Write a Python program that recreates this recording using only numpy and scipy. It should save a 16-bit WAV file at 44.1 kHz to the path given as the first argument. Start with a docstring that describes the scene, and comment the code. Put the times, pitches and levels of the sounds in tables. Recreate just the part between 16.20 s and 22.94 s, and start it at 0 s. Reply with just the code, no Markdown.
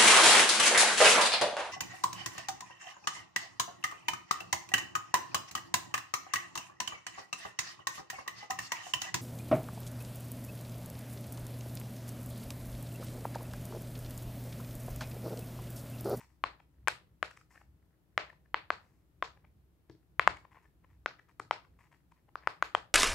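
"""Silicone domes of a popping toy buckle under the fingers, close to a microphone in a small room.
Each snap-through is a millisecond pulse of air with brief resonances; wall echoes and a diffuse tail answer.
Fingertip impacts tick on the rubber, stick-slip friction rubs and hisses, and the sheet thumps dully,
alone or under a pop; handling rumble, still air and a faint hum lie underneath.
Filtered noise makes the random sounds, minimum-phase pulses the impacts and sines the hum."""
import sys
import numpy as np
from scipy import signal
from scipy.fft import rfft, irfft
from scipy.io import wavfile

SR = 44100
rng = np.random.default_rng(int(sys.argv[2]) if len(sys.argv) > 2 else 0)


def put_to_file(sound):
    """Save the sound as 16-bit audio at rate SR, in the file named by the first command-line argument."""
    columns = np.atleast_2d(sound).T  # one column per channel
    safe = np.clip(columns, -1, 1)
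    whole_steps = np.round(safe * 32767)
    wavfile.write(sys.argv[1], SR, whole_steps.astype(np.int16))


N = 297234

# One snap a row; a dome that flips in two steps has two rows.
# Ring and zing are its low and high resonance, top is where its treble falls:
#   t/s, level/dB, ring f/Hz, ring/dB, zing f/Hz, zing/dB, hollow f/Hz, hollow/dB,
#   snap/dB above 1.9 kHz, crack/dB above 4.5 kHz, top f/Hz,
#   near echo delay/ms, near echo factor, room level/dB, room treble/dB
POPS = [(0.239, 9.5, 1087, 9, 4200, 10.5, 434, -5.5, 6, -10.5, 10650, 0.96, 0.2, 1.5, 0.5),
        (0.6746, 7, 1084, 7, 7950, 11, 690, -0.5, 14.5, -15, 12680, 1.5, -0.32, 3.5, 4.5),
        (0.6828, 13, 1544, 5, 8320, 9.5, 708, -8, 7, 5, 14100, 1.24, 0.67, -10.5, 3),
        (1.0284, 11, 600, 2, 6950, 7, 894, -17, 7.5, -12, 13000, 2.2, -0.28, -2.5, 5.5),
        (1.9779, 14, 636, 4.5, 2800, 2, 958, -15, 8.5, -6, 8700, 0.94, 0.27, 0.5, -4.5),
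        (2.344, 10.5, 941, 4.5, 4400, 7.5, 678, -5.5, 11.5, -23, 11200, 0.93, 0.26, -1, 3.5),
        (2.5043, 14, 1419, 5, 4350, 9, 832, -5, 1.4, -11.5, 9350, 2.18, -0.3, -2.5, 7.5),
        (3.0253, 10, 1026, 10.5, 3460, 7, 900, -18.5, 1.5, -7.5, 8370, 2.24, -0.22, -1.5, 12.5),
        (3.9957, 17, 1071, 6.6, 7100, 7, 820, -9.5, 9.5, -19, 13700, 0.51, 0.2, -3.5, 4.5),
        (4.0756, 24, 1025, 3, 7060, 10, 2450, -7, 1.2, -9, 10350, 2.18, -0.14, -6.5, 2.5),
        (4.8605, 9, 1490, 8, 3420, 2, 896, -12.5, 6, -1, 7070, 0.66, -0.18, -2, 1),
        (5.1968, -10.5, 900, -10, 8300, 12.5, 1700, -9, -4.5, 18.5, 11630, 0.91, 0.11, 0, -6),
        (5.1993, -2, 1284, 6.5, 4120, 5, 2760, -24, 0.5, 1.5, 11500, 0.87, 0.23, -1, 4),
        (5.3104, 9.5, 902, 11, 5360, 13.5, 1782, -14, 9, -15, 10390, 1.55, 0.26, 0, 5.5),
        (6.156, -6, 1300, 14.5, 7200, 6, 2100, -21.5, 2, 9.5, 6030, 1.52, -0.18, 0.5, 1),
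        (6.2733, 12, 1250, 5.5, 5050, 10, 463, -2.5, 2.5, -9, 13600, 2.15, 0.33, -2, 3),
        (6.4252, 7.5, 1330, 10.5, 6740, 15, 1850, -7.5, 11, -9.5, 16100, 2.33, -0.33, -1, 1.5),
        (6.5498, 16.5, 626, 6, 3210, 13, 2196, -23.5, -1, -3, 10500, 0.89, 0.38, -3, 2)]
# Spectrum common to all domes, before each pop's own level: f/Hz, level/dB
DOME_SPECTRUM = [(20, -42), (100, -25), (170, -25.5), (215, -37), (310, -14), (620, -4.5), (1200, -0.5),
                 (2100, -8), (3200, -21.5), (3800, -27), (4400, -28.5), (7500, -34.5), (10000, -38),
                 (15000, -43)]
# Position of the pops and damping of their ring: t/s, left-right level/dB, ring half-width / ring frequency
PLACE = [(0.24, 4.5, .09), (0.8, 7, 0.048), (2.3, 3, 0.13), (4.05, 4, 0.075), (4.86, 2.3, 0.073),
         (5.3, 3.5, 0.19), (6.2, 2.5, 0.26)]
# Fingertips landing on or leaving the rubber, before the common trim and panning:
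#   t/s, peak level/dB, ring f/Hz, treble/dB, thud/dB
TAPS = [(0.403, -48.5, 854, -1.5, -8), (1.113, -39, 1735, 14.5, -2.5), (1.174, -41, 1925, 17, -13),
        (1.215, -50.5, 1240, 10, -12), (1.314, -56.5, 1840, 6, -4), (1.359, -46, 1760, -22, -5.5),
        (1.377, -44, 1796, -14, -3.5), (1.417, -49, 832, -18, 0.5), (2.102, -39, 1830, 3, 1),
        (2.132, -51, 972, 0.5, 8), (2.26, -59, 1765, -1, 6.5), (3.175, -55, 876, -0.5, 3.5),
        (3.25, -53, 923, -13.5, 7), (3.701, -50, 845, -2.5, -3), (4.172, -43.5, 2140, 10, -11),
        (4.252, -42, 1000, -5, 4), (4.356, -51, 1200, -11.5, 10), (4.373, -46.5, 1073, -27, 16),
        (4.457, -54, 1773, -9, 22), (4.647, -52.5, 1018, -8, 7), (4.91, -47, 1083, -1, 11),
        (4.996, -43.5, 1800, 0.5, -6.5), (5.089, -55.5, 955, -6.5, -8), (5.451, -53.5, 1150, 2, -2),
        (5.922, -50, 953, 12, -11), (6.091, -52.5, 851, -12.5, 18), (6.237, -47, 1846, -15, 3)]
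# Spectrum common to all taps: f/Hz, level/dB
TAP_SPECTRUM = [(60, -24.5), (300, -15), (600, -2), (1000, 0.5), (2200, 0.5), (2900, -9.5), (3800, -19.5),
                (7500, -26.5), (14000, -43.5)]
# Dull low thumps of the sheet, alone or under a pop: t/s, level/dB added to the thud spectrum
THUDS = [(3.698, -8.5), (3.713, -19.5), (3.751, -24), (4.106, -6.5), (5.202, -9.5)]
# Spectrum of the thumping sheet: f/Hz, level/dB
THUD_SPECTRUM = [(30, -37), (55, -14), (95, 3.5), (170, -3.5), (220, -6.5), (330, 4), (600, -14.5),
                 (1500, -28), (3500, -29), (5500, -30), (8000, -44.5), (15000, -57.5)]
# Skin sliding on silicone, before the common trims and panning: start t/s, length/s, rub level/dB, hiss level/dB
STROKES = [(0.0, 0.047, -53.5, -63.5), (0.087, 0.08, -74, -79), (1.298, 0.13, -67, -69.5),
           (2.6, .24, -74, -82), (4.309, 0.11, -61, -80.5), (4.422, .06, -70, -80),
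           (4.688, 0.087, -72, -86.5), (5.085, 0.033, -63, -77), (5.585, 0.096, -63, -76),
           (5.713, 0.057, -62, -76.5), (5.953, 0.063, -74, -89.5), (6.193, 0.33, -65.5, -88)]
# Spectral shape of the stick-slip ticks: f/Hz, level/dB
RUB_SPECTRUM = [(300, -28.5), (700, -4), (1000, 7), (1400, -5.5), (1900, 3), (2700, -8), (3800, -22.5),
                (6000, -34)]
# Spectral shape of the friction hiss: f/Hz, level/dB
HISS_SPECTRUM = [(2500, -23.5), (5000, 1), (8000, 1.5), (10000, -6), (12000, -2.5), (16000, -14.5)]
# The hands shift their grip and the sheet sways: middle t/s, length/s, rumble level/dB
SHIFTS = [(0.264, 0.056, -58.5), (0.63, 0.077, -59.5), (0.924, 0.06, -63.5), (1.502, 0.11, -60.5),
          (2.56, 0.11, -63.5), (3.2, .45, -67.5), (3.38, 0.032, -63), (4.09, .08, -57.5),
          (4.75, 0.22, -64.5), (5.537, .06, -63.5)]
# Spectral shape of the sway: f/Hz, level/dB
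SWAY_SPECTRUM = [(20, -36.5), (45, -9.5), (63, 0), (85, -4), (125, -11), (180, -16.5), (300, -33),
                 (900, -65)]
# Spectral shape of the handling rumble: f/Hz, level/dB
RUMBLE_SPECTRUM = [(15, -36.5), (30, -19), (46, -10), (62, 3), (80, -5), (120, -4), (175, -5.5), (215, -19),
                   (290, -13), (450, -32.5), (900, -54.5)]
# Spectral shape of the still air: f/Hz, level/dB
AIR_SPECTRUM = [(20, -17), (60, -3.5), (130, -2.5), (170, 0.5), (220, -6.5), (320, -2.5), (480, -10.5),
                (1000, -15.5), (2500, -23), (6000, -29.5), (9500, -29.5), (12000, -25.5), (15500, -28)]
# Steady hum tones: f/Hz, rms level/dB
HUM = [(63.5, -75.5), (316, -86.5)]
# Nearest walls and ceiling, against the sound sent into the room: delay/s, left level/dB, right level/dB
WALLS = [(0.0097, -22.5, -22.5), (0.018, -31.5, -28), (.021, -29.5, -37), (0.023, -27.5, -28),
         (.034, -28, -29.5), (0.0386, -30, -29)]
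# Diffuse reverberation, against the sound sent into the room: f/Hz, level/dB, decay time t60/s
ROOM = [(99, -0.5, 0.99), (300, -13.5, 0.094), (710, -14, 0.27), (1170, -17, .29), (2160, -13.5, 0.24),
        (3140, -10, 0.26), (4400, -0.5, 0.25), (5900, -6, 0.24), (8150, -5.5, 0.23), (10000, -9, 0.27),
        (15000, -4.5, .22)]
# Difference of the two microphone ports for the pops: f/Hz, left-right level/dB
PORTS = [(200, 2), (1300, 1.5), (2200, 3), (3300, 0), (4500, -8), (7800, -8.5), (9800, 5), (14000, -4)]
# Balance of diffuse sound: f/Hz, left-right level/dB
DIFFUSE_PAN = [(50, -0.5), (300, 5.5), (1500, 3), (4000, 0), (8000, -1), (10500, 2.5), (15000, 1)]
# Correlation of diffuse sound between the ports: f/Hz, coefficient
LIKENESS = [(50, 0.78), (400, 0.8), (1000, 0.12), (2000, 0.033), (5000, 0.012)]

PULSE_SAMPLES = 4096
HZ = np.fft.rfftfreq(PULSE_SAMPLES, 1 / SR)
EDGE_HZ = 15800  # the microphone's upper band limit
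PORT_LAG_S = 0.00002  # the toy is a little nearer the left port
AIR_DB = -75
HOLD_DB = -69.5  # rumble of hands that only hold the toy
JOLT_DB, JOLT_RISE_S, JOLT_FADE_S = -75.5, 0.015, 0.061  # shake of the sheet, level against the pop's level
STROKE_PEAK, STROKE_ENDS_DB = 0.1, -12  # loudest at this share of the length; ends against that peak
BRUSHES_PER_S, BRUSH_DB, BRUSH_SPREAD_DB, BRUSH_HZ = 6, -71, 2, 1700  # level before the taps' common trim
# All domes move about the same air, so a soft pop has more body: dB at level 0, dB lost per dB, limit
BODY_DB, BODY_SLOPE, BODY_MOST_DB = 13, 0.86, 7


def gain_of(db):
    """Amplitude ratio: 20 dB is a factor of ten."""
    return 10 ** (np.asarray(db) / 20)


def evened(x):
    """Power normalisation: scales to rms 1."""
    return x / np.sqrt(np.mean(x ** 2) + 1e-20)


def read(points, hz, order=1):
    """Interpolation of one table column on a logarithmic frequency axis."""
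    table = np.transpose(points)
    return np.interp(np.log(hz + 1), np.log(table[0] + 1), table[order])


def add(mix, s, sound):
    """Superposition: adds a sound to the mix from time s."""
    part = mix[..., round(s * SR):][..., :sound.shape[-1]]
    part += sound[..., :part.shape[-1]]


def bell(hz, width):
    """Lorentzian resonance curve of height 1 and the given half-width."""
    return 1 / (1 + ((HZ - hz) / width) ** 2)


def above(hz, order):
    """High-pass weighting: a smooth step from 0 to 1 at hz."""
    return 1 / (1 + (hz / (HZ + 1)) ** order)


def pulse(db):
    """Minimum phase: the most sudden causal pulse with this spectrum."""
    both_halves = np.r_[db, db[-2:0:-1]]
    log_gain = np.log(gain_of(np.maximum(both_halves, -110)))
    return irfft(np.exp(np.conj(signal.hilbert(log_gain)))[:len(HZ)])


def sides(pan_db):
    """Constant-power panning: left and right dB for a left-right difference."""
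    right_db = -10 * np.log10((1 + gain_of(pan_db) ** 2) / 2)
    return np.array([right_db + pan_db, right_db])


def coloured(x, spectrum):
    """Linear filtering by a spectrum, normalised to rms 1."""
    hz = np.fft.rfftfreq(N, 1 / SR)
    return evened(irfft(rfft(x) * gain_of(read(spectrum, hz)), N))


def diffuse(pair):
    """Spatial coherence of a diffuse field: two unrelated signals become alike in the bass."""
    size = pair.shape[1]
    hz = np.fft.rfftfreq(size, 1 / SR)
    a, b = rfft(pair)
    same = read(LIKENESS, hz)
    ports = np.array([a, same * a + np.sqrt(1 - same ** 2) * b])
    return irfft(ports * gain_of(sides(read(DIFFUSE_PAN, hz))), size)


def background(waver_rad=0.55):
    """Diffuse broadband noise of still air, and a hum of phase-modulated sines."""
    t = np.arange(N) / SR
    air = gain_of(AIR_DB) * coloured(diffuse(rng.standard_normal((2, N))), AIR_SPECTRUM)
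    drift = np.interp(t, np.linspace(0, t[-1], 20), rng.standard_normal(20))
    hum = np.zeros(N)
    for hz, db in HUM:
        hum += gain_of(db) * np.sqrt(2) * np.sin(2 * np.pi * hz * t + waver_rad * drift)
    return air + hum


def rumble():
    """Forced vibration of the held sheet: steady, jolted by each pop, swaying at each shift of grip."""
    t = np.arange(N) / SR
    jolt_power, sway_gain = np.zeros(N), np.zeros(N)
    for s, db, *_ in POPS:
        time_constant = np.where(t < s, JOLT_RISE_S, JOLT_FADE_S)
        jolt_power += gain_of(db + JOLT_DB) ** 2 * np.exp(-2 * abs(t - s) / time_constant)
    for s, length, db in SHIFTS:
        sway_gain += gain_of(db) * np.exp(-2 * ((t - s) / length) ** 2)
    shake = coloured(diffuse(rng.standard_normal((2, N))), RUMBLE_SPECTRUM)
    shake = shake * np.sqrt(gain_of(HOLD_DB) ** 2 + jolt_power)
    return shake + coloured(rng.standard_normal(N), SWAY_SPECTRUM) * sway_gain


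def rubs(slips_per_s=700, rub_trim_db=-2, hiss_trim_db=-4):
    """Stick-slip friction: skin on rubber gives tiny uneven ticks under a hiss, swelling with each stroke."""
    t, out = np.arange(N) / SR, np.zeros(N)
    ticks = (rng.random(N) < slips_per_s / SR) * rng.standard_normal(N)
    slips = coloured(ticks, RUB_SPECTRUM)
    hiss = coloured(rng.standard_normal(N), HISS_SPECTRUM)
    for s, length, slip_db, hiss_db in STROKES:
        ends_and_peak_db = [STROKE_ENDS_DB, 0, STROKE_ENDS_DB]
        swell_db = np.interp((t - s) / length, [0, STROKE_PEAK, 1], ends_and_peak_db, -np.inf, -np.inf)
        friction = slips * gain_of(rub_trim_db + slip_db) + hiss * gain_of(hiss_trim_db + hiss_db)
        out += gain_of(swell_db) * friction
    return out


def room(x, first_s=0.0093, rise_s=0.0027, full_s=0.025, near=0.13, echoes_per_s=6000):
    """Reverberation: wall reflections, then a dense exponential tail whose fine pattern drifts slowly with time."""
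    size = SR * 2 // 3
    out, t = np.zeros((2, N)), np.arange(size) / SR
    for s, *levels_db in WALLS:
        add(out, s, gain_of(levels_db)[:, None] * x)
    # only hands and body reflect before the first wall answers
    build_s = [0, 0.002, first_s, first_s + rise_s, full_s]
    build = np.interp(t, build_s, [0, near, near, 0.6, 1])
    for k in range(3):
        sparse = rng.standard_normal((2, size)) * (rng.random((2, size)) < echoes_per_s / SR)
        hz, at, z = signal.stft(evened(diffuse(sparse)), SR, nperseg=256)
        t60 = read(ROOM, hz, order=2)[:, None]
        decay_db = read(ROOM, hz)[:, None] - 60 * (at - full_s) / t60
        unit_energy = np.sqrt(np.log(1e6) / (t60 * SR))
        z = z * gain_of(decay_db) * unit_energy
        tail = signal.istft(z, SR, nperseg=256)[1][:, :size] * build
        # three unrelated tails take turns at constant total power
        turn = np.sqrt(2 / 3) * np.cos(np.pi * (np.arange(N) / SR / 2 + k / 3))
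        out += signal.fftconvolve((x * turn)[None], tail, axes=1)[:, :N]
    return out


def tap(db, hz, treble_db, thud_db, ring_db=11, ring_width_hz=150, scuff=0.23,
        landing_s=0.0044, scuff_s=0.0019, trim_db=-2):
    """Soft impact: a swelling scuff, a tick that excites the dome's resonance, then a dying scuff."""
    t = np.arange(-PULSE_SAMPLES // 2, PULSE_SAMPLES // 2) / SR  # the tick is at 0, mid-array
    pressure = np.exp(-abs(t) / np.where(t < 0, landing_s, scuff_s))
    colour = read(TAP_SPECTRUM, HZ) + ring_db * bell(hz, ring_width_hz)
    colour = colour + treble_db * above(4700, order=4) + thud_db * (1 - above(600, order=4))
    touch = (t == 0) + scuff * rng.standard_normal(len(t)) * pressure
    tick = signal.fftconvolve(touch, pulse(colour))[:len(t)]
    return gain_of(db + trim_db) * tick / abs(tick).max()


def brushes(treble_db=-2, thud_db=0):
    """Random point process: idle fingers graze the domes now and then."""
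    when = rng.random(N) < BRUSHES_PER_S / SR
    strength = gain_of(BRUSH_SPREAD_DB * rng.standard_normal(N))
    return signal.oaconvolve(when * strength, tap(BRUSH_DB, BRUSH_HZ, treble_db, thud_db), "same")


def scattered(snap, share_db=-1, from_hz=2600, fade_s=0.0016):
    """Scattering: fingers and ribs of the sheet spread a snap's short waves over a few milliseconds."""
    t = np.arange(PULSE_SAMPLES) / SR
    paths = rng.standard_normal(PULSE_SAMPLES) * np.exp(-t / fade_s)
    short_waves = pulse(share_db + 20 * np.log10(above(from_hz, order=3)))
    spray = signal.fftconvolve(paths / np.linalg.norm(paths), short_waves)[:PULSE_SAMPLES]
    return snap + signal.fftconvolve(snap, spray)[:PULSE_SAMPLES]


def pops(snap_hz=1900, crack_hz=4500, body_hz=450, hollow_width_hz=70, zing_width_hz=300, top_db=-18,
         echo_top_hz=5000, room_ring=0.58, room_hollow=0.26, room_treble_hz=4000):
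    """Snap-through buckling: each snap is an air pulse that rings; returns direct pair and room feed."""
    direct, spread = np.zeros((2, N)), np.zeros(N)
    place_s, pans_db, dampings = np.transpose(PLACE)
    for (s, db, ring_hz, ring_db, zing_hz, zing_db, hollow_hz, hollow_db, snap_db, crack_db, top_hz,
         echo_ms, echo, room_db, room_treble_db) in POPS:
        pan_db = np.interp(s, place_s, pans_db)
        ring_width_hz = ring_hz * np.interp(s, place_s, dampings)
        body_db = min(BODY_DB - BODY_SLOPE * db, BODY_MOST_DB)
        flip = db + read(DOME_SPECTRUM, HZ) + body_db * (1 - above(body_hz, order=4))
        # each pop has its own brightness and its own treble cut-off
        flip = flip + snap_db * above(snap_hz, order=4) + crack_db * above(crack_hz, order=6)
        flip = flip + top_db * above(top_hz, order=16)
        # the cup's main mode and a high one
        ring = ring_db * bell(ring_hz, ring_width_hz) + zing_db * bell(zing_hz, zing_width_hz)
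        # front and back of the sheet cancel
        hollow = hollow_db * bell(hollow_hz, hollow_width_hz)
        # interference with the echo off hands and chest
        delay = np.exp(-2j * np.pi * HZ * echo_ms / 1000)
        comb = 20 * np.log10(abs(1 + echo * delay * (1 - above(echo_top_hz, order=2))))
        near_db = flip + ring + hollow + comb
        ports_db = sides(pan_db + read(PORTS, HZ))
        add(direct, s, -np.array([scattered(pulse(near_db + port_db)) for port_db in ports_db]))
        room_colour = room_db + room_treble_db * above(room_treble_hz, order=4)
        add(spread, s, -pulse(flip + room_ring * ring + room_hollow * hollow + room_colour))
    return direct, spread


def taps():
    """Impact excitation: the clear fingertip touches, each tick falling at its listed time."""
    out = np.zeros(N)
    for s, *touch in TAPS:
        add(out, s - PULSE_SAMPLES / 2 / SR, tap(*touch))
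    return out


def thuds(flutter=0.035, flutter_s=0.012):
    """Damped impulse response: dull low thumps of the sheet, alone or under a pop, with a brief flutter."""
    out, t = np.zeros(N), np.arange(PULSE_SAMPLES) / SR
    for s, db in THUDS:
        push = (t == 0) + flutter * rng.standard_normal(len(t)) * np.exp(-t / flutter_s)
        add(out, s, signal.fftconvolve(push, pulse(db + read(THUD_SPECTRUM, HZ))))
    return out


def lagged(pair):
    """Propagation delay: near sounds reach the right port a moment later."""
    turn = np.exp(-2j * np.pi * np.fft.rfftfreq(N, 1 / SR) * PORT_LAG_S)
    return np.array([pair[0], irfft(rfft(pair[1]) * turn, N)])


def scene(touch_pan_db=5.5, touch_room_db=1):
    """Superposition of near pops and finger sounds, their reverberation, rumble and background."""
    direct, spread = pops()
    touch = taps() + brushes() + thuds() + rubs()
    near = lagged(direct + touch * gain_of(sides(touch_pan_db))[:, None])
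    return near + room(spread + gain_of(touch_room_db) * touch) + rumble() + background()


def record(dry):
    """Band limitation: the microphone as a linear-phase low-pass filter."""
    low_pass = signal.firwin(511, EDGE_HZ, window=("kaiser", 9), fs=SR)
    return signal.oaconvolve(dry, low_pass[None], "same")


dry = scene()
out = record(dry)
put_to_file(out)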